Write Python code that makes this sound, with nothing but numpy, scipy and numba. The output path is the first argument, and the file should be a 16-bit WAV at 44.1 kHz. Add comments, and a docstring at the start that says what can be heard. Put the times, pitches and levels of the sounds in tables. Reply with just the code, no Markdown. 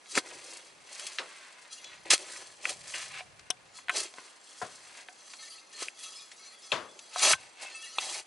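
"""Outdoors, close by: a small hand rake is dragged and jabbed through dry grass and soil.
Filtered grain streams make the soil crunch, stalk rasp and grass hiss; resonators make the tines sing.
Knocks are cracks with grit and a ringing head; thumps and crumbling clods are fading band noise.
Plucked tines are wavering, decaying sines; coloured noise makes the air and its buffets."""
import sys
import numpy as np
from scipy import signal
from scipy.fft import rfft, irfft, next_fast_len
from scipy.io import wavfile
from numba import njit

SR = 44100
rng = np.random.default_rng(int(sys.argv[2]) if len(sys.argv) > 2 else 0)


def master(y):
    """Save y as 16-bit WAV."""
    cut = np.clip(np.atleast_2d(y).T, -1, 1)
    pcm = np.round(cut * 32767)  # scale
    wavfile.write(sys.argv[1], SR, pcm.astype(np.int16))


N = 364266
T_S = np.arange(N) / SR

# outdoor background: (frequency [Hz], relative density [dB per Hz])
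AIR_SPECTRUM = [(30, -11), (100, -6.5), (300, 7), (800, 10.5), (2000, 1), (5000, -4.5), (11000, -9.5)]
# air moving over the microphone: (frequency [Hz], relative density [dB per Hz])
RUMBLE_SPECTRUM = [(20, 17), (50, 7), (110, 13.5), (170, 12.5), (300, -9)]
# buffets: (time [s], half-length [s], peak level before waver [dB])
AIR_BUFFETS = [(0.327, 0.13, -72.5), (0.79, 0.093, -71.5), (1.946, 0.15, -70.5), (2.9, 0.33, -65.5),
               (3.503, 0.28, -69), (4.8, 0.11, -72), (7.417, 0.066, -70)]
# stereo width: (frequency [Hz], relative side-to-mid level [dB])
SIDE_SPECTRUM = [(60, -9), (130, -9.5), (300, -11), (1000, -6.5), (2000, -4.5), (4000, -8), (10000, -12.5)]

# Stroke levels are drives; scrape() trims each layer.
# digs, rake driven into the ground: (full force from [s], rise [s], hold [s], fall [s], hiss drive [dB],
#   crunch drive [dB], tine ring relative to hiss drive [dB], soil pitch [Hz])
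DIG_STROKES = [(0.173, 0.031, 0.011, 0.021, -22.5, -32, -10, 400),
               (2.105, 0.0035, 0.034, 0.02, -15, -30.5, -5.5, 500),
               (2.661, 0.059, 0.039, 0.079, -34.5, -44, -22, 494),
               (3.953, 0.046, 0.05, 0.086, -30.5, -39.5, -13, 394),
               (5.816, 0.078, 0.016, 0.074, -34.5, -50.5, -10, 450),
               (7.248, 0.082, 0.072, 0.029, -17.5, -29, -2, 732),
               (8.014, 0.066, 0.18, 0.031, -36, -48.5, -8, 735)]
# pulls, rake drawn along: (full force from [s], rise [s], hold [s], fall [s], hiss drive [dB],
#   rasp drive [dB], crunch drive [dB], soil pitch [Hz], stalk pitch [Hz])
PULL_STROKES = [(0.269, 0.14, 0.095, 0.096, -48, -49, -48, 398, 1816),
                (0.484, 0.24, 0.053, 0.29, -44.5, -49.5, -53, 418, 2200),
                (0.936, 0.15, 0.15, 0.48, -44, -48, -55.5, 537, 2120),
                (1.236, 0.13, 0.2, 0.9, -55.5, -51, -66, 600, 1554),
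                (1.84, 0.087, 0.098, 0.088, -64, -49.5, -59, 540, 2080),
                (2.056, 0.0056, 0.025, 0.044, -51, -47.5, -41.5, 463, 2300),
                (2.152, 0.052, 0.088, 0.25, -44, -49.5, -50.5, 457, 2000),
                (2.298, 0.076, 0.099, 0.22, -42.5, -48.5, -52.5, 460, 1600),
                (2.881, 0.17, 0.082, 0.05, -41.5, -47, -57, 577, 1900),
                (2.939, 0.008, 0.078, 0.17, -38, -40.5, -53.5, 598, 1890),
                (3.171, 0.15, 0.026, 0.033, -48.5, -39, -49.5, 740, 2380),
                (4.177, 0.11, 0.11, 0.13, -51.5, -53.5, -61, 395, 1120),
                (4.502, 0.22, 0.35, 0.4, -50, -59.5, -71, 555, 1500),
                (4.981, 0.18, 0.018, 0.073, -51.5, -46.5, -52.5, 730, 1950),
                (6.882, 0.058, 0.088, 0.18, -115, -72, -57.5, 510, 1280),
                (7.387, 0.041, 0.047, 0.19, -52, -52, -54.5, 760, 2290),
                (7.622, 0.059, 0.014, 0.15, -43.5, -40, -46.5, 675, 2420)]
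# brushes, tines skimming the grass: (full force [s], rise [s], fall [s], hiss drive [dB],
#   tine ring relative to hiss drive [dB])
BRUSH_STROKES = [(0.125, 0.066, 0.045, -39, -6), (1.732, 0.047, 0.3, -45, 6),
                 (1.848, 0.005, 0.068, -56, 22), (3.771, 0.062, 0.062, -45.5, -3.5),
                 (5.328, 0.32, 0.12, -46.5, -5), (5.429, 0.085, 0.16, -43, -2),
                 (5.540, 0.21, 0.18, -49.5, 3), (5.734, 0.01, 0.096, -48, 1),
                 (6.041, 0.099, 0.053, -40, -3), (6.090, 0.18, 0.14, -47.5, -1),
                 (6.169, 0.22, 0.24, -46.5, -1), (6.440, 0.16, 0.29, -49.5, 1),
                 (6.640, 0.16, 0.84, -51, -3.5), (7.080, 0.3, 0.11, -54, -1), (7.760, 0.14, 0.06, -45.5, 9),
                 (7.850, 0.11, 0.21, -42.5, 0), (7.942, 0.13, 0.19, -46, 8)]
# drives relative to the hiss drive
DIG_STALK_DB, BRUSH_STALK_DB, BRUSH_SOIL_DB, PULL_RING_DB = -6.5, -19, -32, -16.5
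DIG_STALK_HZ, BRUSH_STALK_HZ, BRUSH_SOIL_HZ = 2500, 2000, 600
STROKE_EDGE_DB = 20  # level change over one rise or fall time
REST_GRASS_DB, REST_STALK_DB, REST_SOIL_DB = -63, -60.5, -78  # rustle drive between strokes
UNEVEN_DB, UNEVEN_PER_S = 0.8, 30  # tufts and lumps resist more or less

# grain spectra: (frequency [Hz], relative density [dB per Hz])
SOIL_SPECTRUM = [(40, -57), (110, -42), (220, -7.5), (380, -2), (520, -6.5), (720, -1), (950, -1),
                 (1500, -33)]
STALK_SPECTRUM = [(150, -40), (650, -21), (1000, 1.5), (1300, -1), (2000, 1.5), (2700, 2), (3100, -3),
                  (4200, -1), (10000, -25)]
GRASS_SPECTRUM = [(2200, -71), (3100, -8), (4400, 4), (6200, 4), (8000, 3), (9500, 2.5), (11200, -4.5)]
# tine modes: (frequency [Hz], relative level when free [dB], relative level when buried [dB])
TINE_MODES = [(1120, -6, -6), (1295, 1.5, -3.5), (1803, -7, -2), (2630, -5, -5), (2825, -4, -1.5),
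              (3326, 7.5, 6), (3332, 6.5, -5), (3402, -10, -12), (3890, 2.5, -4), (4000, -7.5, 1),
              (4240, 4, 2.5), (4510, -18, 0.5), (4648, -14, 2), (4680, 4, 5), (4930, 3, -44),
              (5120, -3, -0.5), (5860, 2.5, -21), (6060, 5, 4), (6254, 4, -0.5), (6910, -7.5, -31),
              (6970, 1.5, -8.5), (7170, 1, -26), (7500, -13, 3), (8450, -4, 2.5), (8360, -7, -5),
              (8660, -31, -4.5), (9400, -35, -18), (10556, 2, -4)]
FREE_T60_S, BURIED_T60_S = 0.14, 0.021
# early echoes off the ground and nearby legs: (mean delay [s], gain relative to direct [1])
GROUND_ECHOES = [(.0019, 0.25), (.0043, -0.48), (.0078, 0.17), (0.0117, 0.1)]

# knocks on stones, roots and soft ground: (time [s], crack peak level [dB], lowest [Hz], highest [Hz],
#   grit t60 [s], left-right difference [dB])
HEAD_KNOCKS = [(0.059, -42.5, 890, 4450, 0.014, -2), (0.153, -17.5, 1250, 8100, 0.049, 3),
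               (0.176, -11, 1250, 2310, 0.021, 2), (0.996, -26, 1220, 9600, 0.034, 2),
               (1.067, -24, 1940, 11200, 0.048, 2), (1.185, -17, 1100, 4800, 0.057, 1),
               (1.728, -33.5, 3040, 8900, 0.069, 4), (1.844, -31.5, 1800, 8050, 0.025, 4.5),
               (2.1047, -5.5, 1980, 8360, 0.06, -0.5), (2.179, -23.5, 1224, 9580, 0.0076, 3),
               (2.654, -15, 1160, 3350, 0.016, 2.5), (2.694, -23, 3550, 10600, 0.026, 2),
               (2.938, -27, 1500, 3170, 0.15, 1.5), (3.207, -31, 600, 3270, 0.0097, -2),
               (3.394, -41, 797, 6800, 0.045, 6), (3.503, -15, 5000, 6350, 0.021, 6),
               (3.503, -21.5, 7900, 10800, 0.02, 8), (3.5055, -19, 2700, 3850, 0.028, 7),
               (3.787, -39, 690, 2880, 0.033, 10), (3.8832, -25.5, 804, 3530, 0.027, 2),
               (3.8946, -13, 910, 3150, 0.04, 1.5), (3.97, -17, 1830, 7860, 0.021, 1),
               (4.139, -36.5, 400, 6140, 0.017, 1), (4.183, -33.5, 196, 2670, 0.036, 3),
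               (4.616, -27, 380, 1880, 0.13, 5), (5.086, -31, 295, 3320, 0.02, -1),
               (5.336, -34, 885, 5340, 0.049, -3), (5.8841, -23, 1620, 3100, 0.011, 2.5),
               (6.316, -37.5, 1500, 7500, 0.082, 1), (6.718, -14, 2170, 4200, 0.036, 7),
               (6.991, -33.5, 2150, 7750, 0.039, 2), (7.160, -21, 507, 2200, 0.018, 1.5),
               (7.194, -17, 2500, 8900, 0.024, 3), (7.332, -12, 990, 3160, 0.026, 4),
               (7.985, -15.5, 2450, 4170, 0.029, 2)]
# plastic head modes: (frequency [Hz], relative level [dB], t60 [s])
HEAD_MODES = [(735, -2, 0.12), (1071, -7, 0.063), (1550, -15, 0.13), (1800, -31, 0.052), (2460, -7, 0.019),
              (2700, -2, 0.023), (3440, -20.5, 0.11), (4400, -18, 0.038), (5300, -18, 0.1)]
HEAD_TRIM_DB = -37
# thumps into the earth: (time [s], peak level [dB], band centre [Hz], crumbling t60 [s])
EARTH_THUMPS = [(0.175, -19.5, 370, 0.052), (2.134, -22, 474, 0.029), (4.628, -43, 140, 0.23),
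                (5.822, -32, 423, 0.021), (6.735, -40, 135, 0.32), (7.334, -43, 100, 0.052),
                (7.984, -20, 870, 0.033)]
THUMP_WIDTH_OCTAVES, CRUMBLE_SHARE = 1.15, 0.86
# clods: (time [s], level before fade [dB], t60 at 1 kHz [s], left-right difference [dB])
CLOD_LANDINGS = [(1.19, -34, 0.22, 0.5), (4.616, -42, 0.37, 5), (6.72, -28, 0.38, 6.5)]
# clod noise before fade: (frequency [Hz], relative density [dB per Hz])
CLOD_SPECTRUM = [(50, -42), (115, -23), (230, -9.5), (350, -1.5), (530, 6), (800, 0.5), (1250, 9),
                 (1800, 0), (3300, 0.5), (7500, -12.5), (11000, -26)]
# single tines bent by a stalk and let go: (time [s], pitch [Hz], peak level [dB])
TINE_PLUCKS = [(1.730, 4240, -51), (1.845, 3402, -48), (1.850, 3930, -54), (2.938, 2825, -41.5),
               (3.760, 4240, -52.5), (3.765, 3402, -55.5), (5.385, 4240, -50), (5.422, 1803, -50.5),
               (5.450, 4240, -50), (5.500, 4648, -46.5), (5.550, 4240, -54), (5.733, 1803, -56),
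               (5.745, 4240, -47), (5.995, 3402, -54), (6.035, 3332, -50), (6.038, 2630, -51),
               (6.155, 5120, -45), (6.130, 3402, -53.5), (6.200, 3402, -54), (6.420, 4240, -52.5),
               (6.475, 4240, -52.5), (6.530, 3402, -56), (6.625, 5120, -52), (6.630, 3402, -56.5),
               (6.880, 3402, -55), (7.655, 2630, -45), (7.710, 1803, -56), (7.715, 4240, -50),
               (7.745, 2630, -39.5), (7.815, 3332, -48), (7.825, 1803, -50), (7.828, 2825, -45),
               (7.840, 2630, -54), (7.875, 4240, -48)]
PLUCK_RISE_S, PLUCK_T60_S, PLUCK_WAVER_RAD = 0.0027, 0.29, 0.44

LOW_CUT_HZ, HIGH_CUT_HZ = 57, 11050


def from_db(db):
    """Decibels to amplitude gain."""
    return 10 ** (np.asarray(db) / 20)


def rms_one(x):
    """Scale to unit power."""
    return x / np.sqrt(np.mean(x ** 2) + 1e-20)


def at_hz(points, hz):
    """Read a spectrum in dB on a log-frequency axis."""
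    point_hz, db = np.transpose(points)
    return np.interp(np.log(hz + 1e-3), np.log(point_hz), db)


def colour(x, points):
    """Filter a steady signal by a spectrum."""
    size = next_fast_len(N)
    bin_hz = np.arange(size // 2 + 1) * SR / size
    return irfft(rfft(x, size) * from_db(at_hz(points, bin_hz)), size)[..., :N]


def band(x, low_hz, high_hz, order=2):
    """Causal Butterworth band-pass."""
    edges_hz = [low_hz, min(high_hz, SR * 4 / 9)]
    return signal.sosfilt(signal.butter(order, edges_hz, "band", fs=SR, output="sos"), x)


def ring(x, hz, t60_s):
    """Two-pole mode: a unit click starts a decaying sine of height 1."""
    radius = from_db(-60 / (t60_s * SR))
    turn_rad = 2 * np.pi * hz / SR
    return signal.lfilter([0, np.sin(turn_rad)], [1, -2 * radius * np.cos(turn_rad), radius ** 2], x + 1e-18)


def drift(rate_per_s):
    """Linearly joined random knots of unit rms."""
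    knots = rng.standard_normal(2 ** 13)
    return rms_one(np.interp(T_S * rate_per_s, np.arange(len(knots)), knots))


def pan(x, left_db):
    """Set the left-right level difference."""
    return x * from_db(np.array([[left_db], [-left_db]]) / 2)


def add(out, s, sound):
    """Mix a short sound in at its time."""
    start = max(round(s * SR), 0)
    out[:, start:start + sound.shape[-1]] += sound[:, :N - start]


def spread(mid, points, side_db):
    """Colour a sound; scatter from the ground around adds an independent left-right difference."""
    scatter = rms_one(colour(rng.standard_normal(N), points))
    side = colour(scatter, SIDE_SPECTRUM)
    return rms_one(colour(mid, points)) + from_db(side_db) * side * [[1], [-1]]


def swell(s, half_length_s):
    """Hyperbolic-secant rise and fall around a moment."""
    return 1 / np.cosh(np.clip((T_S - s) / half_length_s * 1.3, -30, 30))


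def outdoors():
    """Faint diffuse noise, plus low noise swelling as air buffets the moving microphone."""
    air = from_db(-63.0) * spread(rng.standard_normal(N), AIR_SPECTRUM, side_db=6.5)
    flow = sum(from_db(db) * swell(s, half_length_s) for s, half_length_s, db in AIR_BUFFETS)
    rumble = spread(rng.standard_normal(N), RUMBLE_SPECTRUM, side_db=8.5)
    return air + flow * from_db(2.0 * drift(10)) * rumble


def strokes():
    """Digs, pulls and brushes rise, hold and fall in dB; power weights pitch and ring where they overlap."""
    rows = [(s, rise, hold, fall, db, db + DIG_STALK_DB, soil_db, soil_hz, DIG_STALK_HZ, ring_db)
            for s, rise, hold, fall, db, soil_db, ring_db, soil_hz in DIG_STROKES]
    rows += [(*pull, PULL_RING_DB) for pull in PULL_STROKES]
    rows += [(s, rise, 0, fall, db, db + BRUSH_STALK_DB, db + BRUSH_SOIL_DB,
              BRUSH_SOIL_HZ, BRUSH_STALK_HZ, ring_db)
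             for s, rise, fall, db, ring_db in BRUSH_STROKES]
    columns = np.transpose(rows)[..., None]
    s, rise, hold, fall, grass_db, stalk_db, soil_db, soil_hz, stalk_hz, ring_db = columns
    t = T_S[::20]
    before = np.maximum(s - t, 0) / rise
    after = np.maximum(t - s - hold, 0) / fall
    force_db = -STROKE_EDGE_DB * (before + after)
    layers = ((soil_db, REST_SOIL_DB, soil_hz), (stalk_db, REST_STALK_DB, stalk_hz),
              (grass_db, REST_GRASS_DB, ring_db))
    controls = []
    for db, rest_db, trait in layers:
        power = from_db(db + force_db) ** 2 + 1e-20
        level_db = 10 * np.log10(power.sum(0) + from_db(rest_db) ** 2)
        blend = (power * trait).sum(0) / power.sum(0)
        uneven_db = UNEVEN_DB * drift(UNEVEN_PER_S)
        controls.append((np.interp(T_S, t, level_db) + uneven_db, np.interp(T_S, t, blend)))
    return controls


def grains(per_s, size_db, rub, catch_db):
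    """Uneven snaps over smooth rubbing, clumped as the tines catch and slip; unit rms."""
    sizes = from_db(size_db * np.minimum(rng.exponential(1, N), 4)) * rng.choice([-1, 1], N)
    snaps = rms_one(sizes * (rng.random(N) < per_s / SR))
    rubbing = rub * rng.standard_normal(N)
    return rms_one((snaps + rubbing) * from_db(catch_db * drift(140)))


@njit
def glide(x, turn_rad, radius):
    """Two-pole resonance with a moving pitch, in radians per sample."""
    y = np.zeros(len(x))
    for i in range(2, len(x)):
        y[i] = x[i] - x[i - 2] + 2 * radius * np.cos(turn_rad[i]) * y[i - 1] - radius ** 2 * y[i - 2]
    return y


def pitched(x, hz, width_hz, peak_db):
    """Add a broad moving resonance to a grain stream."""
    hump = glide(x, 2 * np.pi * hz / SR, np.exp(-np.pi * width_hz / SR))
    return x + from_db(peak_db) * np.pi * width_hz / SR * hump / 2


def scatter_db(level_db):
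    """Hard contact is a point source; a light rustle spreads over the whole tuft."""
    return np.clip(-0.28 * (level_db + 68), -6, 6)


def tines(force, levels_db, t60_s, shift_db):
    """Scraping force drives every mode; levels drift as the contact point shifts along the tines."""
    modes = []
    for row, db in zip(TINE_MODES, levels_db):
        gain = from_db(db + shift_db * drift(12))
        modes.append(gain * rms_one(ring(force, row[0], t60_s)))
    return rms_one(sum(modes[::2]) - sum(modes[1::2]))


def pings(per_s, t60_s):
    """Stalks flick the tines at random: decaying sines at scattered pitches; unit rms."""
    out, t = np.zeros((1, N)), T_S[:SR // 6]
    fade = from_db(-60 * t / t60_s)
    for when, pitch, size in rng.random((int(per_s * N / SR), 3)):
        hz = 1900 * (10500 / 1900) ** pitch
        glint = from_db(-14 * size) * fade * np.sin(2 * np.pi * hz * t)
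        add(out, when * T_S[-1], glint[None])
    return rms_one(out[0])


def near_ground(x, sway):
    """Early echoes comb the sound; delays shift as the rake and the microphone move."""
    out = x.copy()
    for delay_s, gain in GROUND_ECHOES:
        heard_at_s = T_S - delay_s * (1 + sway * drift(3))
        out += gain * np.array([np.interp(heard_at_s, T_S, ear) for ear in x])
    return out / np.sqrt(1 + sum(gain ** 2 for _, gain in GROUND_ECHOES))


def scrape():
    """Soil, stalk and grass friction drives tines that ring long when free, briefly when buried."""
    (soil_db, soil_hz), (stalk_db, stalk_hz), (grass_db, ring_db) = strokes()
    _, free_db, buried_db = np.transpose(TINE_MODES)
    free = from_db(ring_db)
    rubbing = 1 / np.sqrt(1 + free ** 2)

    crunch = pitched(grains(1500, 1.55, 0.59, 3.6), soil_hz, width_hz=280, peak_db=14)
    rasp = pitched(grains(2200, 5.5, 0.92, 1.5), stalk_hz, width_hz=1200, peak_db=7.5)
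    hiss = grains(4500, 6.0, 0.76, 3.2)
    soil = from_db(soil_db - 4.0) * spread(crunch, SOIL_SPECTRUM, scatter_db(soil_db))
    stalks = from_db(stalk_db - 3.5) * spread(rasp, STALK_SPECTRUM, scatter_db(stalk_db))
    grass = from_db(grass_db - 4.5) * spread(hiss, GRASS_SPECTRUM, scatter_db(grass_db) + 3.5)
    friction = near_ground(soil + np.sqrt(rubbing) * stalks + rubbing * grass, sway=0.0383)

    buried_force = grains(4000, 3.8, 0.95, 2.15)
    buried = from_db(grass_db - 7.5) * tines(buried_force, buried_db, BURIED_T60_S, shift_db=0.5)
    # pressing hard chokes the long ring
    damped_db = grass_db - 0.51 * np.maximum(grass_db + 28, 0)
    free_force = grains(700, 3.6, 0.26, 3.4)
    singing = from_db(damped_db - 1.5) * tines(free_force, free_db, FREE_T60_S, shift_db=2.0)
    glints = from_db(damped_db - 6.0) * pings(per_s=150, t60_s=0.13)
    return pan(friction + rubbing * (buried + free * (singing + glints)), 0.69)


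def knocks():
    """Contact gives a band-limited crack, a spray of grit and a modal ring of the head."""
    out, t = np.zeros((2, N)), T_S[:SR // 4]
    for s, peak_db, low_hz, high_hz, t60_s, left_db in HEAD_KNOCKS:
        grit = rng.standard_normal(len(t)) * from_db(-60 * t / t60_s)
        force = (t == 0) + 0.69 * grit
        crack = band(force, low_hz, high_hz, order=3) + 0.15 * band(force, 460, 5900, order=1)
        crack = crack / np.abs(crack).max()
        head = sum(from_db(db + HEAD_TRIM_DB) * ring(crack, mode_hz, mode_t60_s)
                   for mode_hz, db, mode_t60_s in HEAD_MODES)
        add(out, s, pan(from_db(peak_db) * (crack + head), left_db))
    return out


def thumps():
    """Soft ground swallows the top of a blow: a band-passed click with a little fading crumble."""
    out, t = np.zeros((2, N)), T_S[:SR // 3]
    half_width = 2 ** (THUMP_WIDTH_OCTAVES / 2)
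    for s, peak_db, hz, t60_s in EARTH_THUMPS:
        crumbs = rng.standard_normal(len(t)) * from_db(-60 * t / t60_s)
        force = (t == 0) + CRUMBLE_SHARE * crumbs / np.linalg.norm(crumbs)
        thud = band(force, hz / half_width, hz * half_width)
        add(out, s, pan(from_db(peak_db) * thud / np.abs(thud).max(), 1.0))
    return out


def clods():
    """Loose earth lands and crumbles: noise bands, the low thud outlasting the bright spatter."""
    out, t = np.zeros((2, N)), T_S[:SR // 2]
    centres_hz = np.geomspace(70, 9000, 15)
    weights = from_db(at_hz(CLOD_SPECTRUM, centres_hz)) * np.sqrt(centres_hz)
    weights = weights / np.linalg.norm(weights)
    onset = 1 - np.exp(-t / 0.0033)
    for s, level_db, t60_s, left_db in CLOD_LANDINGS:
        for hz, weight in zip(centres_hz, weights):
            noise = rng.standard_normal((2, len(t)))
            mid, side = band(noise, hz / 2 ** (1 / 4), hz * 2 ** (1 / 4))
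            fade = from_db(-60 * t / t60_s * (hz / 1000) ** 0.3) * onset
            earth = rms_one(mid) + 0.29 * rms_one(side) * np.array([[1], [-1]])
            add(out, s, pan(from_db(level_db) * weight * fade * earth, left_db))
    return out


def plucks():
    """A released tine speaks quickly and dies away, its phase wavering as it drags on."""
    out, t = np.zeros((2, N)), T_S[:SR // 2]
    envelope = (1 - np.exp(-t / PLUCK_RISE_S)) * from_db(-60 * t / PLUCK_T60_S)
    envelope = envelope / envelope.max()
    waver_rad = PLUCK_WAVER_RAD * drift(60)
    for s, hz, level_db in TINE_PLUCKS:
        phase_rad = 2 * np.pi * hz * t + np.roll(waver_rad, -round(s * SR))[:len(t)]
        add(out, s, pan(from_db(level_db) * envelope * np.sin(phase_rad), 0.67))
    return out


def scene():
    """Sum of all sources, in the open and within arm's reach."""
    return outdoors() + scrape() + knocks() + thumps() + clods() + plucks()


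def record(dry):
    """Round the highest peaks, thin the deep bass and cut the top steeply."""
    rounded = 0.7 * np.tanh(dry / 0.7)
    low_cut = signal.butter(2, LOW_CUT_HZ, "high", fs=SR, output="sos")
    high_cut = signal.ellip(12, 0.1, 80, HIGH_CUT_HZ, fs=SR, output="sos")
    return signal.sosfilt(high_cut, signal.sosfilt(low_cut, rounded))


dry = scene()
out = record(dry)
master(out)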